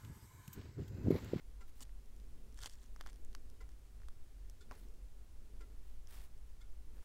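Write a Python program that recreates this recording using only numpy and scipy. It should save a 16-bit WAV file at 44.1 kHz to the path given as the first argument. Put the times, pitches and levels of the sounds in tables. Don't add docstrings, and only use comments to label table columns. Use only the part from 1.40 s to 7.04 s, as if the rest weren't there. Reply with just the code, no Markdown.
import sys
import numpy as np
from scipy import signal
from scipy.fft import rfft, irfft
from scipy.io import wavfile
from scipy.ndimage import uniform_filter1d

SR = 44100
rng = np.random.default_rng(int(sys.argv[2]) if len(sys.argv) > 2 else 0)


def log_audio(samples):
    frames = np.atleast_2d(samples).T
    limited = np.clip(frames, -1, 1)
    pcm = np.round(limited * 32767).astype(np.int16)
    wavfile.write(sys.argv[1], SR, pcm)


def gain_from_db(level_db):
    decades = np.asarray(level_db, float) / 20
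    return 10 ** decades


N = 248724
TIME = np.arange(N) / SR

# [t/s, level/dB]
TRAFFIC = [(0.0, -75), (0.47, -76.5), (1.05, -69), (1.29, -78.5), (1.48, -73.5), (1.76, -72), (2.07, -71),
           (2.34, -76), (3.19, -75.5), (3.42, -68.5), (3.72, -77), (4.02, -74), (4.21, -69), (4.43, -75.5),
           (5.29, -77.5), (5.64, -70)]


def evened(x):
    return x / np.sqrt(np.mean(x ** 2) + 1e-20)


def peaked(x):
    return x / abs(x).max()


def add(mix, s, sound):
    part = mix[round(s * SR):][:len(sound)]
    part += sound[:len(part)]


def swell(curve):
    return np.interp(TIME, *np.transpose(curve))


def coloured(points):
    f, db = np.transpose(points)
    hz = np.fft.rfftfreq(N, 1 / SR)
    gain = gain_from_db(np.interp(np.log(hz + 0.028), np.log(f), db))
    return evened(irfft(rfft(rng.standard_normal(N)) * gain, N))


def resonate(x, hz, width):
    pole = np.exp((2j * np.pi * hz - np.pi * width) / SR)
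    return 2 * signal.lfilter([1 - abs(pole)], [1, -pole], x).real


def body(x, modes):
    return sum((-1) ** k * gain_from_db(db) * resonate(x, hz, width) for k, (hz, width, db) in enumerate(modes))


def ringing(modes, t, phase):
    return sum(gain_from_db(db - 60 * t / t60) * np.sin(2 * np.pi * (hz * t + p))
               for (hz, db, t60), p in zip(modes, phase))


def outside():
    # [f/Hz, level/dB per Hz]
    sway = [(1, -12), (3, -3), (10, 0), (15, -3), (21, -21), (28, -42), (40, -62), (100, -130)]
    # [f/Hz, level/dB per Hz]
    boom = [(20, -33.5), (30, -14), (41, -2.5), (52, -5.5), (75, -21.5), (88, -18), (100, -25),
            (115, -25.5), (150, -34), (220, -75), (500, -120)]
    # [f/Hz, level/dB per Hz]
    murmur = [(110, -25), (170, -4), (225, 0), (330, -5.5), (440, -4.5), (620, -18), (1000, -34.5),
              (2500, -74), (6000, -100)]
    # [t/s, level/dB]
    shake = [(0.0, -52), (0.12, -46.5), (0.89, -50), (1.0, -39.5), (1.08, -53), (1.9, -41), (2.4, -54),
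             (2.76, -43), (3.09, -51), (4.29, -47), (4.37, -42.5), (5.17, -48), (5.31, -39), (5.37, -53.5),
             (5.43, -40.5), (5.64, -46.5)]
    traffic_db = swell(TRAFFIC)
    sway_db = swell(shake) - 1.37
    boom_db = -54 + 0.067 * (traffic_db - traffic_db.mean())
    murmur_db = traffic_db + 1.54
    out = np.zeros(N)
    for points, db, span_s in ((sway, sway_db, .3), (boom, boom_db, .6), (murmur, murmur_db, .3)):
        noise = coloured(points)
        steady = noise / np.sqrt(uniform_filter1d(noise ** 2, round(span_s * SR)) + 0.072)
        out += steady * gain_from_db(db)
    return out * signal.windows.tukey(N, .012)


def microphone_hiss():
    # [f/Hz, level/dB per Hz]
    spectrum = [(300, -35), (550, 5.5), (900, 3), (1400, 0.5), (2200, -1.5), (4000, -3.5), (7000, -4),
                (9500, -5), (11500, -7), (13500, -8.5), (15800, -8.5)]
    traffic_db = swell(TRAFFIC)
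    return gain_from_db(-74 + 0.069 * (traffic_db - traffic_db.mean())) * coloured(spectrum)


def clock():
    # [t/s, case level/dB, gear rattle level/dB, boost of the third case mode/dB]
    steps = [
        (0.207, -62.5, -61.5, 0.5),
        (1.205, -57.5, -76, 2),
        (2.205, -62, -60.5, 2),
        (3.208, -60.5, -59, 10),
        (4.206, -61, -61.5, -6),
        (5.208, -61.5, -62, -9),
    ]
    # [f/Hz, bandwidth/Hz, level/dB]
    gear_modes = [(3500, 430, -2), (5060, 710, 1.5), (5980, 200, 2), (7360, 630, 1.5)]
    # [f/Hz, level/dB, t60/s]
    tick = [(431, 15, 0.053), (768, 2, 0.45), (1027, 14, 0.12), (1367, 16, 0.21), (1564, 3, 0.15),
            (2013, 11.5, 0.19), (2310, -3, 0.54), (2790, -2, 0.18)]
    # [f/Hz, level/dB, t60/s]
    tock = [(403, 5, 0.32), (1414, 6.5, 0.19), (1460, -3, 0.36), (1750, 0.5, 0.28), (2240, -7, 0.2),
            (2130, 3, 0.18), (2960, -9, 0.2), (3500, 10, 0.025)]
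    out, t = np.zeros(N), np.arange(6000) / SR
    lucks = rng.standard_normal((len(steps), 6000))
    for k, ((s, case_db, gears_db, mode_db), luck) in enumerate(zip(steps, lucks)):
        shake = np.roll(luck, 3000) * np.exp(-((t - .007) / .02) ** 2)
        case = sum(gain_from_db(db - 32.5) * resonate(shake, hz, 10 + 3.2 / t60) * np.sqrt(SR * t60)
                   for hz, db, t60 in (tick, tock)[k % 2])
        case = case + (gain_from_db(mode_db) - 1) * resonate(case, tick[2][0], 150)
        rattle = luck * np.minimum(t / 0.0066, 1) * np.exp(-(t / 0.02) ** 2)
        gears = peaked(body(rattle, gear_modes))
        step = gain_from_db(case_db) * case * np.minimum(t / .003, 1) + gain_from_db(gears_db) * gears
        add(out, s - .002, step)
    return out


def slides():
    # [t/s, length/s, level/dB, brightness/dB: cloth raised and skin lowered by it]
    strokes = [(.272, 0.036, -66.5, 7), (0.337, 0.12, -71, 9), (3.291, 0.093, -60.5, -2.5),
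               (3.347, 0.13, -67.5, 5), (4.404, 0.17, -76, 9.5), (4.67, 0.15, -57.5, 4),
               (4.767, 0.11, -60.5, 4.5), (5.517, 0.15, -67, -0.5)]
    # [start t/s, end t/s, f/Hz, bandwidth/Hz, level/dB]
    squeaks = [
        (3.365, 3.4, 11100, 2500, -76),
    ]
    # [f/Hz, level/dB per Hz]
    skin = [(300, -1), (800, 3.5), (2000, 3.5), (3000, -11), (6000, -10.5), (12000, -29)]
    # [f/Hz, level/dB per Hz]
    cloth = [(1000, -3), (3500, -3), (6700, -7), (9000, -4.5), (15800, -5)]
    dull, bright = coloured(skin), coloured(cloth)
    grain = gain_from_db(2.5 * evened(uniform_filter1d(rng.standard_normal(N), size=200)))
    ends_db, squareness = -14, 2.6
    out = np.zeros(N)
    for s, length, db, tilt_db in strokes:
        on = (TIME > s) & (TIME < s + length)
        arch_db = ends_db * abs(2 * (TIME[on] - s) / length - 1) ** squareness
        rub = dull[on] / gain_from_db(tilt_db) + bright[on] * gain_from_db(tilt_db)
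        add(out, s, grain[on] * gain_from_db(db + arch_db - 11) * rub)
    for start, end, hz, width, db in squeaks:
        slip = resonate(resonate(rng.standard_normal(4096), hz, width), hz, width)
        slip = slip[:round((end - start) * SR)]
        add(out, start, gain_from_db(db) * evened(slip) * signal.windows.tukey(len(slip), .3))
    return out


def tears():
    # [t/s, length/s, force level/dB, crack rate/per s, thinness/dB per octave]
    pulls = [(.404, 0.02, -62, 25000, 1.5), (.42, 0.017, -56.5, 24000, 1.5), (1.157, 0.06, -69.5, 2500, -2),
             (1.212, 0.034, -59, 3100, 0.5), (1.247, 0.023, -56, 6000, -3), (1.261, 0.018, -58, 6000, -2),
             (1.267, 0.094, -71, 3600, -.5), (1.368, 0.12, -75.5, 1600, -1.5),
             (1.588, 0.046, -70.5, 5000, -6.5), (1.655, 0.036, -66.5, 10400, -5.5),
             (1.687, 0.022, -68.5, 8200, -3.5)]
    # [f/Hz, bandwidth/Hz, level/dB]
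    crust = [(900, 740, -12), (1780, 510, -5.5), (3220, 700, -1.5), (3900, 600, -11.5), (4480, 470, -2.5),
             (5700, 580, -7), (7150, 1500, 2), (8670, 1100, -4), (10500, 1600, -9.5), (13900, 3800, -10.5)]
    draw = rng.random(N)
    size_db = 4 * np.minimum(rng.exponential(1, N), 3)
    sign = rng.standard_normal(N)
    kind = rng.integers(0, len(crust), size=(4, N))
    out = np.zeros(N)
    for s, length, db, per_s, thin_db in pulls:
        on = (TIME > s) & (TIME < s + length)
        force_db = np.interp((TIME[on] - s) / length, [0, .6, 1], [-10.5, 0, -15])
        cracks = (gain_from_db(size_db) * sign)[on] * (draw[on] < per_s / SR) * gain_from_db(force_db)
        layer = np.zeros(on.sum())
        for k, (hz, width, flake_db) in enumerate(crust):
            struck = cracks * (kind[:, on] == k).any(0)
            ring = resonate(resonate(struck, hz, 3 * width), hz, width) / np.sqrt(width)
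            layer += gain_from_db(flake_db + thin_db * np.log2(hz / 4000)) * ring
        add(out, s, gain_from_db(db) * evened(layer) * signal.windows.tukey(on.sum(), .04))
    return out


def snaps():
    # [t/s, level/dB, hollow f/Hz, flake f/Hz, crispness/dB]
    breaks = [(.407, -53, 1100, 7200, 8), (.4526, -60, 1370, 3500, 0), (.4935, -59, 1480, 4390, -9),
              (1.1897, -47.5, 1950, 5330, 1), (1.244, -43.5, 1680, 6100, 1), (1.2556, -53, 980, 4600, -4),
              (1.2672, -70, 1720, 6900, -4), (1.4184, -67, 1460, 7150, 2), (1.4405, -64, 1730, 5770, 5),
              (1.5622, -48, 1420, 6140, -4.5), (1.6103, -37, 1580, 2980, -2), (1.6382, -54, 1350, 3510, -5),
              (1.6631, -40.5, 1070, 3180, -6), (1.6905, -53, 1780, 4180, -6), (1.7307, -55, 1640, 9100, 3),
              (1.95, -41.5, 1620, 4200, 1.5), (2.291, -57.5, 1500, 4400, 0.5),
              (2.5792, -66, 1730, 6800, -3), (2.602, -60, 1400, 4100, -12), (2.6185, -58, 1460, 4100, -5),
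              (2.634, -58, 1800, 4100, -6), (2.6855, -47, 1340, 2400, 0.5), (3.312, -37.5, 1070, 4300, -13),
              (3.32, -53.5, 1020, 4070, 1)]
    # [t/s, level/dB, flake f/Hz, thickness/dB]
    flakes = [(.8, -56.5, 3220, -18), (1.126, -60, 7000, -15), (1.1659, -60, 6240, -18),
              (1.175, -52, 6310, -14), (1.1827, -54, 7850, -4), (1.205, -49, 8310, -9),
              (1.2185, -43.5, 5150, -15), (1.2265, -49, 7030, -2), (1.235, -35, 3270, -8),
              (1.2594, -32, 4350, -11.5), (1.273, -54, 7000, -9), (1.2971, -45, 8100, -12),
              (1.3082, -58, 5840, -9), (1.325, -65, 5740, -16), (1.3344, -54, 5700, -13),
              (1.3365, -53, 5700, -21), (1.355, -57, 7130, -1), (1.3981, -62, 5950, -17),
              (1.461, -59, 5990, -19), (1.6132, -56, 7360, -20), (1.6258, -59, 5810, -5),
              (1.6716, -45.5, 4730, -7), (1.698, -58.5, 5980, 3.5), (1.7428, -58, 6130, -11),
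              (1.7593, -53.5, 8800, -19), (1.93, -55, 4150, -5), (2.318, -58.5, 8490, -7),
              (4.6725, -49.5, 5570, -17), (4.754, -55, 5840, -12)]
    # [t/s, level/dB, flake f/Hz]
    crumbs = [(.6594, -60.5, 5730), (.7646, -58, 8500), (1.1441, -55, 3900), (1.849, -51, 8650),
              (2.1003, -53, 5300), (3.0984, -47.5, 6040), (3.1517, -69, 7560), (3.4866, -57, 12200),
              (3.5403, -62, 7360), (4.978, -63, 5500)]
    # [f/Hz, bandwidth/Hz, level/dB]
    shell_modes = [(3150, 600, 8), (4960, 570, 13), (6040, 1400, 9), (8250, 4000, -9.5)]
    loaf_hz = 1730
    rows = [(s, low_hz, db, hz, db + crisp_db, db + crisp_db - 5) for s, db, low_hz, hz, crisp_db in breaks]
    rows += [(s, loaf_hz, db + thick_db, hz, db, db - 11) for s, db, hz, thick_db in flakes]
    rows += [(s, loaf_hz, db - 32, hz, db - 7, db) for s, db, hz in crumbs]
    out, t = np.zeros(N), np.arange(512) / SR
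    afters = rng.standard_normal((len(rows), 512))
    for (s, hollow_hz, hollow_db, flake_hz, flake_db, edge_db), after in zip(rows, afters):
        crack = 0.079 * after * np.exp(-t / 0.0013)
        crack[0] = 1
        hollow = resonate(resonate(crack, hollow_hz, 3600), hollow_hz, 990)
        hollow = hollow + 0.15 * resonate(crack, 840, 790)
        hollow = resonate(resonate(hollow, 1450, 2600), 1450, 5000)
        shell = resonate(body(crack, shell_modes), 4300, 7700)
        flake = peaked(resonate(resonate(crack, flake_hz, 2400), flake_hz, 1200)) + 1.6 * peaked(shell)
        splinter = crack + 0.31 * after * np.exp(-t / 0.00068)
        edge = resonate(resonate(resonate(splinter, 8200, 8800), 7800, 7600), 8700, 6700)
        snap = gain_from_db(hollow_db) * peaked(hollow) + gain_from_db(flake_db) * peaked(flake)
        add(out, s, snap + gain_from_db(edge_db) * peaked(edge))
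    return out


def knocks():
    # [t/s, level/dB, share of the lowest mode/dB]
    bumps = [
        (0.411, -68, 17.5),
        (1.257, -60.5, 2.5),
        (3.3125, -56.5, 1.5),
        (3.32, -56.5, -8),
    ]
    # [f/Hz, level/dB, t60/s]
    board = [(248.6, -3, 0.08), (451, 2.5, 0.038), (566, -4.5, 0.082), (700, -32, 0.1), (844, 0.5, 0.055),
             (998, 13, 0.019), (1100, -0.5, 0.052), (1500, -28, 0.15), (1976, -5.5, 0.03)]
    out, t = np.zeros(N), np.arange(6000) / SR
    for (s, db, low_db), phase in zip(bumps, rng.random((len(bumps), 10))):
        ring = ringing(board[1:], t, phase) + gain_from_db(low_db) * ringing(board[:1], t, phase)
        add(out, s, gain_from_db(db) * ring * np.minimum(t / 0.0031, 1))
    return out


def room(x):
    taps, at = np.zeros(6000), np.arange(60, 5980, 20)
    taps[at + rng.integers(0, 20, len(at))] = rng.choice([-1., 1.], len(at))
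    decay = gain_from_db(-60 * np.arange(6000) / SR / .07)
    tail = signal.lfilter([1], [1, -.4], taps * decay)
    return signal.oaconvolve(x, tail / np.linalg.norm(tail))[:N]


def scene():
    pastry = snaps() + tears() + knocks()
    near = pastry + gain_from_db(-26.5) * room(pastry) + slides()
    return (near + clock() + outside() + microphone_hiss())[None]


def low_pass(x):
    return signal.sosfilt(signal.butter(12, 16430, fs=SR, output="sos"), x)


def record(dry):
    padded = np.pad(dry, ((0, 0), (255, 255)), "reflect", reflect_type="odd")
    lowpass = signal.firwin(511, 15800, window=("kaiser", 9), fs=SR)
    limited = signal.oaconvolve(padded, lowpass[None], "valid")
    return low_pass(limited)


dry = scene()
out = record(dry)
log_audio(out)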